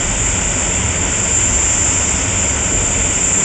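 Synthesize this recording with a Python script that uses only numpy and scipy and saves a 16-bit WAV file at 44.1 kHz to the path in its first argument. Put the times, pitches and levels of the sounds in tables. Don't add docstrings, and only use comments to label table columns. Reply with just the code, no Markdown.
import sys
import numpy as np
from scipy import signal
from scipy.fft import rfft, irfft
from scipy.io import wavfile

SR = 44100
rng = np.random.default_rng(int(sys.argv[2]) if len(sys.argv) > 2 else 0)


def volts_from_decibels(level):
    exponent = np.asarray(level, float) / 20
    return 10 ** exponent


def unload_audio(sound):
    columns = np.transpose(np.atleast_2d(sound))
    steps = np.round(np.clip(columns, -1, 1) * 32767)
    wavfile.write(sys.argv[1], SR, steps.astype(np.int16))


N = 151704
HZ = np.fft.rfftfreq(N, 1 / SR) + 1e-9


def rms_one(x):
    return x / np.sqrt(np.mean(x ** 2) + 1e-20)


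def in_time(rows):
    s, value = np.transpose(rows)
    return np.interp(np.arange(N) / SR, s, value)


def at_hz(points):
    hz, db = np.transpose(points)
    return volts_from_decibels(np.interp(np.log(HZ), np.log(hz), db, left=-120, right=-120))


def drift(corner_hz):
    pole = np.exp(-2 * np.pi * corner_hz * 40 / SR)
    noise = rng.standard_normal(N // 40 + 2002)
    slow = signal.lfilter([1], [1, -2 * pole, pole * pole], noise)[2000:]
    return np.interp(np.arange(N) / 40, np.arange(len(slow)), rms_one(slow - slow.mean()))


def turbulence(colour, level, patchy_db, flicker_hz):
    white = rfft(rng.standard_normal(N))
    place = 2 * np.log2(HZ / 12)
    lowest = int(2 * np.log2(colour[0][0] / 12))
    highest = int(2 * np.log2(colour[-1][0] / 12)) + 1
    noise = 0
    for band in range(lowest, highest + 1):
        share = np.clip(1 - np.abs(place - band), 0, 1)
        noise = noise + irfft(white * share, N) * volts_from_decibels(patchy_db * drift(flicker_hz))
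    curve = volts_from_decibels(in_time(level))
    coloured = irfft(rfft(noise * curve) * at_hz(colour), N)
    return np.sqrt(np.mean(curve ** 2)) * rms_one(coloured)


# (time [s], level [dB])
RUMBLE_LEVEL = [(0.0, -22), (0.07, -27), (0.66, -26), (0.69, -18), (0.72, -36), (0.8, -23), (0.97, -29),
                (1.58, -25), (1.67, -30), (1.86, -24), (1.98, -28), (2.02, -25.5), (2.76, -29.5),
                (2.78, -25), (3.28, -30), (3.33, -24), (3.36, -32.5), (3.44, -28)]
# (frequency [Hz], gain [dB])
RUMBLE_SPECTRUM = [(45, -29), (58, -2), (72, -2.5), (90, -5), (112, -4.5), (122, -8.5), (132, -17.5),
                   (145, -19.5), (200, -59.5)]
# (time [s], level [dB])
THUD_LEVEL = [(0.0, -25.5), (0.09, -18), (0.16, -27.5), (0.82, -29.5), (1.07, -25), (1.09, -30),
              (1.8, -24.5), (1.83, -36.5), (2.13, -27), (2.3, -37), (2.37, -27), (2.65, -32.5), (2.68, -25),
              (3.03, -25.5), (3.14, -37), (3.2, -21.5), (3.29, -36), (3.44, -29.5)]
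# (frequency [Hz], gain [dB])
THUD_SPECTRUM = [(12, -34), (22, -14.5), (28, -12), (36, -3), (48, 1), (58, -7.5), (70, -31.5)]


def exhaust_rumble():
    patchy_db, flicker_hz = -0.1, 4.0
    rumble = turbulence(RUMBLE_LEVEL and RUMBLE_SPECTRUM, RUMBLE_LEVEL, patchy_db, flicker_hz)
    thud = turbulence(THUD_SPECTRUM, THUD_LEVEL, patchy_db, flicker_hz)
    return volts_from_decibels(-1.04) * (rumble + thud)


# (time [s], level [dB])
ROAR_LEVEL = [(0, -25.5), (.5, -25.5), (1.0, -25.5), (1.5, -25), (2.0, -25), (2.4, -25), (2.75, -26),
              (3.1, -25.5), (3.44, -25.5)]
# (frequency [Hz], gain [dB])
ROAR_SPECTRUM = [(600, -36.5), (720, -14), (810, -10.5), (900, -8.5), (1000, -10.5), (1160, -14.5),
                 (1450, -9.5), (1650, -14.5), (2000, -10), (2400, -9), (2900, -11.5), (3300, -15),
                 (3700, -15.5), (4200, -18), (5300, -30.5), (6200, -39.5)]
# (time [s], level [dB])
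BODY_LEVEL = [(0, -24.5), (.2, -27), (.4, -25), (.65, -26), (.78, -26.5), (.9, -26.5), (1.1, -25.5),
              (1.35, -26), (1.6, -26), (1.8, -25.5), (2.1, -26.5), (2.45, -25.5), (2.6, -26), (2.72, -24),
              (3.0, -25.5), (3.2, -25.5), (3.44, -25.5)]
# (frequency [Hz], gain [dB])
BODY_SPECTRUM = [(90, -45.5), (140, -2), (175, -1), (205, 1.5), (216, -5.5), (232, -9.5), (243, -1.5),
                 (265, -2), (290, -6.5), (320, -7.5), (360, -6.5), (400, -8), (560, -7.5), (650, -8),
                 (720, -12), (860, -34)]


def exhaust_roar():
    patchy_db = 0.46
    crackle_db, crackle_hz = 0.8, 120
    roar = turbulence(ROAR_SPECTRUM, ROAR_LEVEL, patchy_db, 16.0)
    crackle = volts_from_decibels(crackle_db * drift(crackle_hz))
    body = turbulence(BODY_SPECTRUM, BODY_LEVEL, patchy_db, 12.0)
    return crackle * roar + volts_from_decibels(-0.85) * body


HUMP_PATCHY_DB = 0.73

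# (time [s], level [dB])
SKIRT_LEVEL = [(0, -33), (.44, -33), (1.05, -34), (1.3, -31.5), (1.7, -30.5), (2.09, -29.5), (2.5, -32.5),
               (2.86, -34), (3.2, -33.5), (3.44, -31.5)]
# (frequency [Hz], gain [dB])
SKIRT_SPECTRUM = [(4000, -13), (4400, -10), (4700, -9), (5300, -6), (5700, -5.5), (6100, -2.5), (6500, 0),
                  (6900, -16)]


def hiss_skirt():
    return turbulence(SKIRT_SPECTRUM, SKIRT_LEVEL, HUMP_PATCHY_DB, 9.0)


# (time [s], level [dB])
HUMP_LEVEL = [(0, -22), (.2, -17.5), (0.401, -19), (0.699, -20.5), (.95, -20), (1.1, -20), (1.3, -17.5),
              (1.599, -17), (1.85, -16), (2.1, -17.5), (2.2, -19), (2.4, -18.5), (2.6, -20), (2.7, -18.5),
              (2.9, -18.5), (3.1, -18), (3.301, -16), (3.44, -15.5)]
# (frequency [Hz], gain [dB])
HUMP_SPECTRUM = [(5700, -44.5), (6100, -26), (6500, -14), (6900, -8.5), (7050, -2), (7150, -2),
                 (7260, -3.5), (7320, 2.5), (7400, -6), (7700, -7), (8000, -13), (8300, -11)]


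def hiss_hump():
    return volts_from_decibels(-1.35) * turbulence(HUMP_SPECTRUM, HUMP_LEVEL, HUMP_PATCHY_DB, 22.0)


# (time [s], speed [turns per s])
SHAFT_SPEED = [(0, 165.48), (.9, 165.61), (1.45, 165.68), (2.3, 165.73), (3.44, 165.76)]


def shaft_angle():
    return 2 * np.pi * np.cumsum(in_time(SHAFT_SPEED)) / SR


WANDER_RAD = 0.41

ORDERS = [18, 19, 21, 22, 25, 28]
ORDER_LEVELS = [-46, -51, -51.5, -50, -35.5, -45.5]


def shaft_orders(angle):
    flutter_db = 1.5
    total = 0
    for order, db in zip(ORDERS, ORDER_LEVELS):
        level = volts_from_decibels(db + flutter_db * drift(2.0))
        phase = WANDER_RAD * drift(3.5) + rng.uniform(0, 2 * np.pi)
        total = total + level * np.sin(order * angle + phase)
    return np.sqrt(2) * total


# (time [s], level [dB])
TONE_LEVEL = [(0, -20), (.2, -37), (.32, -27.5), (.5, -26), (.7, -24.5), (.9, -31.5), (1.1, -24.5),
              (1.25, -20), (1.4, -19), (1.6, -18.5), (1.8, -19), (2.05, -22.5), (2.25, -28.5),
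              (2.45, -20.5), (2.6, -26), (2.75, -20), (2.95, -22.5), (3.1, -23), (3.25, -19), (3.44, -17.5)]


def blade_tone(angle):
    blades = 44
    flutter_db, flutter_hz = 0.5, 40
    level = volts_from_decibels(in_time(TONE_LEVEL) + flutter_db * drift(flutter_hz))
    return np.sqrt(2) * level * np.sin(blades * angle + WANDER_RAD * drift(23.0))


def compressor():
    shimmer_db, shimmer_hz = 0.5, 33
    angle = shaft_angle()
    scream = blade_tone(angle) + hiss_hump()
    shimmer = volts_from_decibels(shimmer_db * drift(shimmer_hz))
    return scream * shimmer + shaft_orders(angle) + hiss_skirt()


# (delay [s], gain [ratio], dull above [Hz])
ECHO_PATHS = [(0.01115, 0.43, 230), (.0021, 0.1, 730), (.0032, .12, 640), (0.018, 0.066, 1180),
              (0.037, 0.038, 590)]


def outdoors(x):
    round_trip_s, bounce_gain, dull_hz, lead_rad = .0461, 0.43, 330, 1.29
    paths = 1
    for delay, gain, hz in ECHO_PATHS:
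        paths = paths + gain * np.exp(-2j * np.pi * HZ * delay) / (1 + (HZ / hz) ** 2)
    turned = np.exp(1j * (lead_rad - 2 * np.pi * HZ * round_trip_s))
    trip = bounce_gain * turned / (1 + (HZ / dull_hz) ** 2)
    return irfft(rfft(x) * paths / (1 - trip), N)


def scene():
    engine = exhaust_rumble() + exhaust_roar() + compressor()
    return volts_from_decibels(0.73) * outdoors(engine)[None]


def roll_off(x):
    return signal.sosfilt(signal.butter(12, 9200, fs=SR, output="sos"), x)


# (frequency [Hz], gain [dB])
RESPONSE_GAP = [(10, 0.5), (3300, 0), (3620, -3), (3900, -12.5), (4050, -16), (4190, -27), (4400, -12),
                (4600, -5.5), (5200, 0), (12000, 0.5)]
# (frequency [Hz], gain [dB])
SMOOTHING_FILTER = [(7000, 0.5), (7600, -0.5), (8000, -1.5), (8400, -12.5), (8700, -22.5), (8900, -30.5),
                    (9050, -51), (9200, -72)]


def record(dry):
    overload_top, sampling_hz = 0.53, 16000
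    rounded = overload_top * np.tanh(dry[0] / overload_top)
    bins = rfft(rounded) * at_hz(RESPONSE_GAP)
    top = round(sampling_hz * N / SR)
    mirrored = np.arange(top // 2 + 1, top)
    bins[top // 2 + 1:] = 0
    bins[mirrored] = np.conj(bins[top - mirrored])
    first_hz, first_db = SMOOTHING_FILTER[0]
    smooth = np.where(HZ < first_hz, volts_from_decibels(first_db), at_hz(SMOOTHING_FILTER))
    mix = irfft(bins * smooth, N)[None]
    return roll_off(mix)


dry = scene()
out = record(dry)
unload_audio(out)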